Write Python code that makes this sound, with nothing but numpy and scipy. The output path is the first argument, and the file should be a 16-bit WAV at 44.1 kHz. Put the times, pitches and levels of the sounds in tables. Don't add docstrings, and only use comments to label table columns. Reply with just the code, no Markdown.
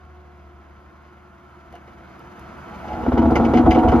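import sys
import numpy as np
from scipy import signal
from scipy.fft import rfft, irfft
from scipy.io import wavfile

SR = 44100
rng = np.random.default_rng(int(sys.argv[2]) if len(sys.argv) > 2 else 0)


def generate_wav(signal):
    frames = np.transpose(np.atleast_2d(signal))
    scaled = np.clip(frames, -1, 1) * 32767
    pcm = np.round(scaled).astype(np.int16)
    wavfile.write(sys.argv[1], SR, pcm)


N = 176400
T = np.arange(N) / SR


def amp(db):
    return 10 ** (np.asarray(db) / 20)


def evened(x):
    return x / np.sqrt(np.mean(x ** 2) + 1e-20)


def unit(x):
    return evened(x) / np.sqrt(x.shape[-1])


def curve(rows, axis=1):
    rows = np.array(rows)
    return np.interp(T, rows[:, 0], rows[:, axis])


def read(points, hz):
    f, value = np.transpose(points)
    return np.interp(np.log(hz + 1), np.log(f + 1), value)


def drift(hz):
    f = np.fft.rfftfreq(N, 1 / SR)
    return evened(irfft(rfft(rng.standard_normal(N)) / (1 + (f / hz) ** 4), N))


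def through(x, response):
    return signal.fftconvolve(np.atleast_2d(x), np.atleast_2d(response), axes=1)[:, :N]


def colour(x, points, size=4096):
    log_gain = np.log(amp(read(points, abs(np.fft.fftfreq(size, 1 / SR)))))
    minimum_phase = np.exp(np.conj(signal.hilbert(log_gain)))
    return through(x, np.fft.ifft(minimum_phase).real[:size // 2])


# pitch_hz, likeness (0 to 1)
PORT_LIKENESS = [(60, 1), (170, 0.86), (370, 0.51), (930, 0.38), (2320, 1), (5800, 0.49), (14500, 0.5)]


def pair(size):
    a, b = rfft(rng.standard_normal((2, size)))
    same = np.clip(read(PORT_LIKENESS, np.fft.rfftfreq(size, 1 / SR)), 0, 1)
    return irfft(np.array([a, same * a + np.sqrt(1 - same ** 2) * b]), size)


def wash(points, t60, direct, size=12000):
    tail = unit(pair(size) * amp(-60 * T[:size] / t60))
    tail[:, 0] += direct
    return unit(colour(tail, points))


def ring(modes, port_turn=0.06, size=20000):
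    t, ports = T[:size], np.array([[1], [-1]])
    total = 0
    for k, (hz, db, t60) in enumerate(modes):
        turn = ports * port_turn * rng.standard_normal()
        attack = 1 - np.exp(-t * hz * 2)
        mode = np.sin(2 * np.pi * hz * t + turn) * attack * amp(-60 * t / t60)
        total = total + (-1) ** k * amp(db) * unit(mode)
    return unit(total)


def grains(per_s, spread_db):
    size = amp(spread_db * np.minimum(rng.exponential(1, N), 3))
    return evened(size * rng.choice([-1, 1], N) * (rng.random(N) < per_s / SR))


def bursts(rows, length_s, size=1500):
    fractures_per_s = 9000
    force = np.zeros(N + size)
    for s, db in rows:
        at = int(s * SR)
        fractures = rng.standard_normal(size) * (rng.random(size) < fractures_per_s / SR)
        force[at:at + size] += amp(db) * evened(fractures * np.exp(-T[:size] / length_s))
    return force[:N]


def pushes(rows, length_s, size=200):
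    force = np.zeros(N)
    for s, db in rows:
        force[int(s * SR)] += amp(db)
    return through(force, np.exp(-T[:size] / length_s) / (length_s * SR))[0]


# time_s, level_db
EXHAUST = [(0, -46.5), (.6, -48.5), (1.3, -54), (1.7, -52.5), (2.3, -55), (4, -22.5)]


def exhaust_note(turn, flutter=0.19):
    return amp(curve(EXHAUST)) * evened(np.sin(turn) * (1 + flutter * drift(30)))


# order (multiples of the four-stroke cycle), level_db before the approach
ORDERS = [(7, -65.5), (8, -66), (10, -64), (11, -66.5), (12, -66.5), (18, -71.5), (36, -65.5), (51, -69.5),
          (54, -69.5), (72, -65)]


def engine_orders(cycle, flutter=0.31, twist_rad=.008):
    total = 0
    for k, db in ORDERS:
        phase = round(k) * (cycle + twist_rad * drift(10)) + 2 * np.pi * rng.random()
        total = total + amp(db) * evened(np.sin(phase) * (1 + flutter * drift(10)))
    return total


# pitch_hz, level_db per Hz (relative)
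CLATTER = [(18, -90), (30, -43.5), (57, -4.5), (81, -15.5), (104, -15.5), (139, -16), (303, -12.5),
           (363, -3), (393, -31), (695, -19.5), (772, -19), (1330, -13.5), (5270, -52.5), (8200, -37),
           (14900, -52)]


def engine_clatter(turn, cycle, gating=0.053):
    pulse = 1 + gating * np.cos(turn) + 0.13 * np.cos(cycle)
    return amp(-54) * evened(colour(pair(N) * pulse, CLATTER))


PUMP_HARMONICS = [-59.5, -61, -62.5, -66.5]
# time_s, gain_db
PUMP_SWELL = [(0, -1), (.6, -2), (.9, 0), (1.5, -2)]


def pump_whine(turn, per_firing=4.79):
    whine = 0
    for k, db in enumerate(PUMP_HARMONICS, 1):
        whine = whine + amp(db) * evened(np.sin(k * per_firing * turn) * (1 + 0.31 * drift(1.0)))
    return amp(curve(PUMP_SWELL)) * whine


# time_s, firings_per_s
FIRING = [(0, 76.4), (.62, 72.8), (1.09, 75.3), (1.55, 74.2), (1.9, 73.6), (4, 73.6)]
# time_s, gain_db
NEAR = [(0, -0.5), (1.3, 1.5), (2, 5), (2.5, 9.5), (3, 15.5), (4, 21.5)]


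def engine(waver=0.0018, cylinders=4):
    turn = 2 * np.pi * np.cumsum(curve(FIRING) * (1 + waver * drift(13.0))) / SR
    cycle = turn / cylinders
    block = engine_orders(cycle) + engine_clatter(turn, cycle)
    return exhaust_note(turn) + pump_whine(turn) + amp(curve(NEAR)) * block


# start_s, force_db
POPS = [(1.725, -64), (1.753, -63), (2.192, -62.5), (2.394, -58.5), (3.309, -54.5), (3.355, -51),
        (3.708, -48)]
# pitch_hz, level_db per Hz (relative)
POP_COLOUR = [(1000, -20), (3000, -15.5), (5200, 2.5), (7000, -1.5), (11000, 4), (15000, -16)]


def pops():
    return through(bursts(POPS, length_s=0.0029), wash(POP_COLOUR, t60=.06, direct=1.6)) * amp(-3.0)


# pitch_hz, level_db, t60_s
KNOCK_MODES = [(702, 0, 0.11)]


def pebble_knock(push_s):
    at_s, force_db = 1.739, -11
    return through(pushes([(at_s, force_db)], push_s), ring(KNOCK_MODES))


# start_s, length_s, force_db
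GROANS = [(2.715, .022, -37), (2.82, 0.028, -34), (2.878, 0.053, -30.5), (2.927, .08, -31.5)]


def groan(damping=3):
    low_hz, high_hz = 650, 900
    modes = [(hz, db, t60 / damping) for hz, db, t60 in RING_MODES if low_hz < hz < high_hz]
    spells = sum(amp(db) * ((T > s) & (T < s + length)) for s, length, db in GROANS)
    return through(grains(per_s=1500, spread_db=3) * spells, ring(modes))


# pitch_hz, level_db, t60_s
FRAME_MODES = [(49.4, -7.5, 1), (73.2, 0, 0.63), (98.7, -5, 0.087), (119.2, -3, 0.081)]
# time_s, level_db
SHUDDER = [(0, -75), (2.78, -54), (3.25, -25), (4, -27)]


def frame_shudder(ground):
    return evened(through(ground, ring(FRAME_MODES))) * amp(curve(SHUDDER))


# centre_s, peak_db
JOLTS = [(2.934, -28), (2.98, -27.5), (3.03, -26.5), (3.084, -19.5), (3.137, -14.5), (3.192, -18),
         (3.646, -10), (3.692, -9.5), (3.847, -11), (3.893, -9.5)]


def jolts(hz=71, width_s=0.0083):
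    total = 0
    for s, db in JOLTS:
        t = T - s
        total = total + amp(db) * np.exp(-(t / width_s) ** 2) * np.cos(2 * np.pi * hz * t)
    return total


# pitch_hz, level_db per Hz (relative)
CRUSH = [(200, 1.5), (700, 12), (1700, 5.5), (3200, -3.5), (3900, -11), (5600, -11), (7200, -17),
         (11000, -27.5), (15000, -33.5)]
# pitch_hz, level_db, t60_s
RIM_MODES = [(2270, -1, 0.1), (2775, -1, 0.082), (2938, 0, 0.056), (2055, 0, .04)]


def crushed_stones(grit, cracks):
    crunch = through(grit + cracks, wash(CRUSH, t60=0.097, direct=0.66))
    return crunch + amp(-9) * through(cracks, ring(RIM_MODES))


# pitch_hz, level_db per Hz (relative)
SHELL = [(60, -19), (170, 3), (260, 4.5), (420, 1), (600, -2.5), (780, 2), (1050, -8.5), (1350, -8),
         (1750, -27.5), (3000, -34.5), (6000, -51), (15000, -65.5)]


def drum_shell(rolling):
    return amp(-3) * through(rolling, wash(SHELL, t60=0.02, direct=0.84))


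# pitch_hz, level_db, t60_s
RING_MODES = [(464.7, -0.5, 0.11), (523, -5, 0.4), (569, -19.5, 0.27), (666.7, 1, 0.2), (717.5, -3, 0.097),
              (736.8, 4, 0.25), (845.4, 2, 1), (932, -3.5, 0.64), (956.3, -9.5, 0.12), (1115, -7, 0.1),
              (1274, -13, 0.25), (1492, -18, 0.23)]


def drum_ring(rolling, snaps):
    return amp(-2) * through(rolling + amp(19) * snaps, ring(RING_MODES))


# pitch_hz, level_db, t60_s
BOOM_MODES = [(230.4, 0.5, 0.25), (247, -1, 0.2), (271.8, -3, .16), (303, -6.5, 0.13), (325.1, 1, 0.26),
              (338, -2, 0.12)]


def drum_boom(rumble, drops):
    return through(rumble + amp(24.5) * drops, ring(BOOM_MODES))


def sweep(size=4000):
    from_hz, to_hz, fall_s, decay_s = 1350, 290, .005, .007
    t = T[:size]
    hz = to_hz + (from_hz - to_hz) * np.exp(-t / fall_s)
    return unit(np.sin(2 * np.pi * np.cumsum(hz) / SR) * np.exp(-t / decay_s))


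# pitch_hz, level_db per Hz (relative)
THUD = [(80, -30), (260, -6), (500, 3.5), (850, 5), (1300, -11), (1800, -45.5), (4000, -43), (15000, -65.5)]


def bump_thuds(snaps):
    thud = amp(23) * through(snaps, wash(THUD, t60=0.022, direct=5.3))
    return thud + amp(23) * through(snaps, sweep())


# start_s, snap_db, boom_db (both as force)
BUMPS = [(3.064, -18, -12.5), (3.12, -17.5, -16), (3.175, -16.5, -8), (3.217, -20, -11.5),
         (3.256, -17.5, -9), (3.304, -20, -12.5), (3.365, -16.5, -10.5), (3.399, -15, -11.5),
         (3.44, -18.5, -31), (3.483, -23, -27), (3.536, -13.5, -6.5), (3.578, -26.5, -10),
         (3.661, -19.5, -7), (3.76, -20, -12.5), (3.831, -20.5, -20.5), (3.924, -15.5, -7.5)]


def pressure():
    light, hard, decay_s = .5, 1.3, .014
    press = sum((T >= s) * np.exp(-abs(T - s) / decay_s) for s, _, _ in BUMPS)
    return np.where(T < BUMPS[0][0], 1, light + hard * press)


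# time_s, boom_db, ring_db, grit_db (all as force)
ROLL = [(0, -104, -62, -58.5), (1.5, -72, -68.5, -58), (2.6, -53.5, -51.5, -48.5),
        (2.85, -44.5, -44, -45.5), (3.16, -19.5, -22.5, -45.5), (3.55, -15.5, -22, -41),
        (4, -16, -16.5, -51.5)]
# start_s, force_db
CRACKS = [(1.725, -56.5), (1.740, -55), (1.753, -53.5), (1.875, -55.5), (2.192, -59), (2.880, -46),
          (2.931, -46.5), (3.035, -48), (3.083, -46), (3.13, -46.5), (3.178, -37), (3.309, -52),
          (3.355, -27), (3.361, -51.5), (3.448, -36.5), (3.536, -33), (3.548, -38), (3.572, -31),
          (3.708, -26), (3.714, -38.5), (3.746, -33.5), (3.786, -37), (3.883, -33.5), (3.917, -37),
          (3.957, -41.5)]


def drum(lumpy_db=0.8, push_s=0.00021):
    lumps = evened(amp(lumpy_db * drift(41)))
    ground = grains(per_s=1200, spread_db=3.5) * pressure() * lumps
    grit = grains(per_s=2500, spread_db=4.0) * pressure() * amp(curve(ROLL, axis=3))
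    snaps = pushes([(s, snap_db) for s, snap_db, _ in BUMPS], push_s)
    drops = pushes([(s, boom_db) for s, _, boom_db in BUMPS], push_s)
    cracks = bursts(CRACKS, length_s=0.0092)
    rumble = ground * amp(curve(ROLL, axis=1))
    rolling = ground * amp(curve(ROLL, axis=2)) + amp(0.5) * cracks
    steel = drum_shell(rolling) + drum_ring(rolling, snaps) + drum_boom(rumble, drops)
    contact = bump_thuds(snaps) + crushed_stones(grit, cracks) + pebble_knock(push_s)
    return steel + contact + frame_shudder(ground)


def scene():
    return engine() + pops() + groan() + jolts() + drum()


# pitch_hz, level_db
BALANCE = [(60, 0.4), (370, 1.5), (690, -1.5), (1260, -2.5), (2320, 1.5), (4270, 6.5), (7860, 0),
           (14500, -0.5)]
# pitch_hz, lead_rad
LEAD = [(30, 0.5), (400, -0.26), (950, 0.17), (1460, 0.95), (1900, 1.52), (4500, 0.07), (7500, -3),
        (14000, -0.1)]
# pitch_hz, gain_db
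NOTCH = [(6800, 0.5), (7700, -9), (8400, -34), (9400, -6), (10000, -5.5), (13800, -1.5), (15200, -9.5)]


def record(dry):
    low_cut_hz, edge_hz = 38, 15000
    hz = np.fft.rfftfreq(2 * N, 1 / SR)
    half = amp(read(BALANCE, hz) / 2) * np.exp(.5j * read(LEAD, hz))
    ports = np.array([half, 1 / half]) * amp(read(NOTCH, hz))
    x = irfft(rfft(dry, 2 * N) * ports)[:, :N]
    x = signal.sosfilt(signal.butter(6, low_cut_hz, "high", fs=SR, output="sos"), x)
    band_limit = signal.firwin(511, edge_hz, window=("kaiser", 9), fs=SR)
    return signal.oaconvolve(x, band_limit[None], "same")


dry = scene()
out = record(dry)
generate_wav(out)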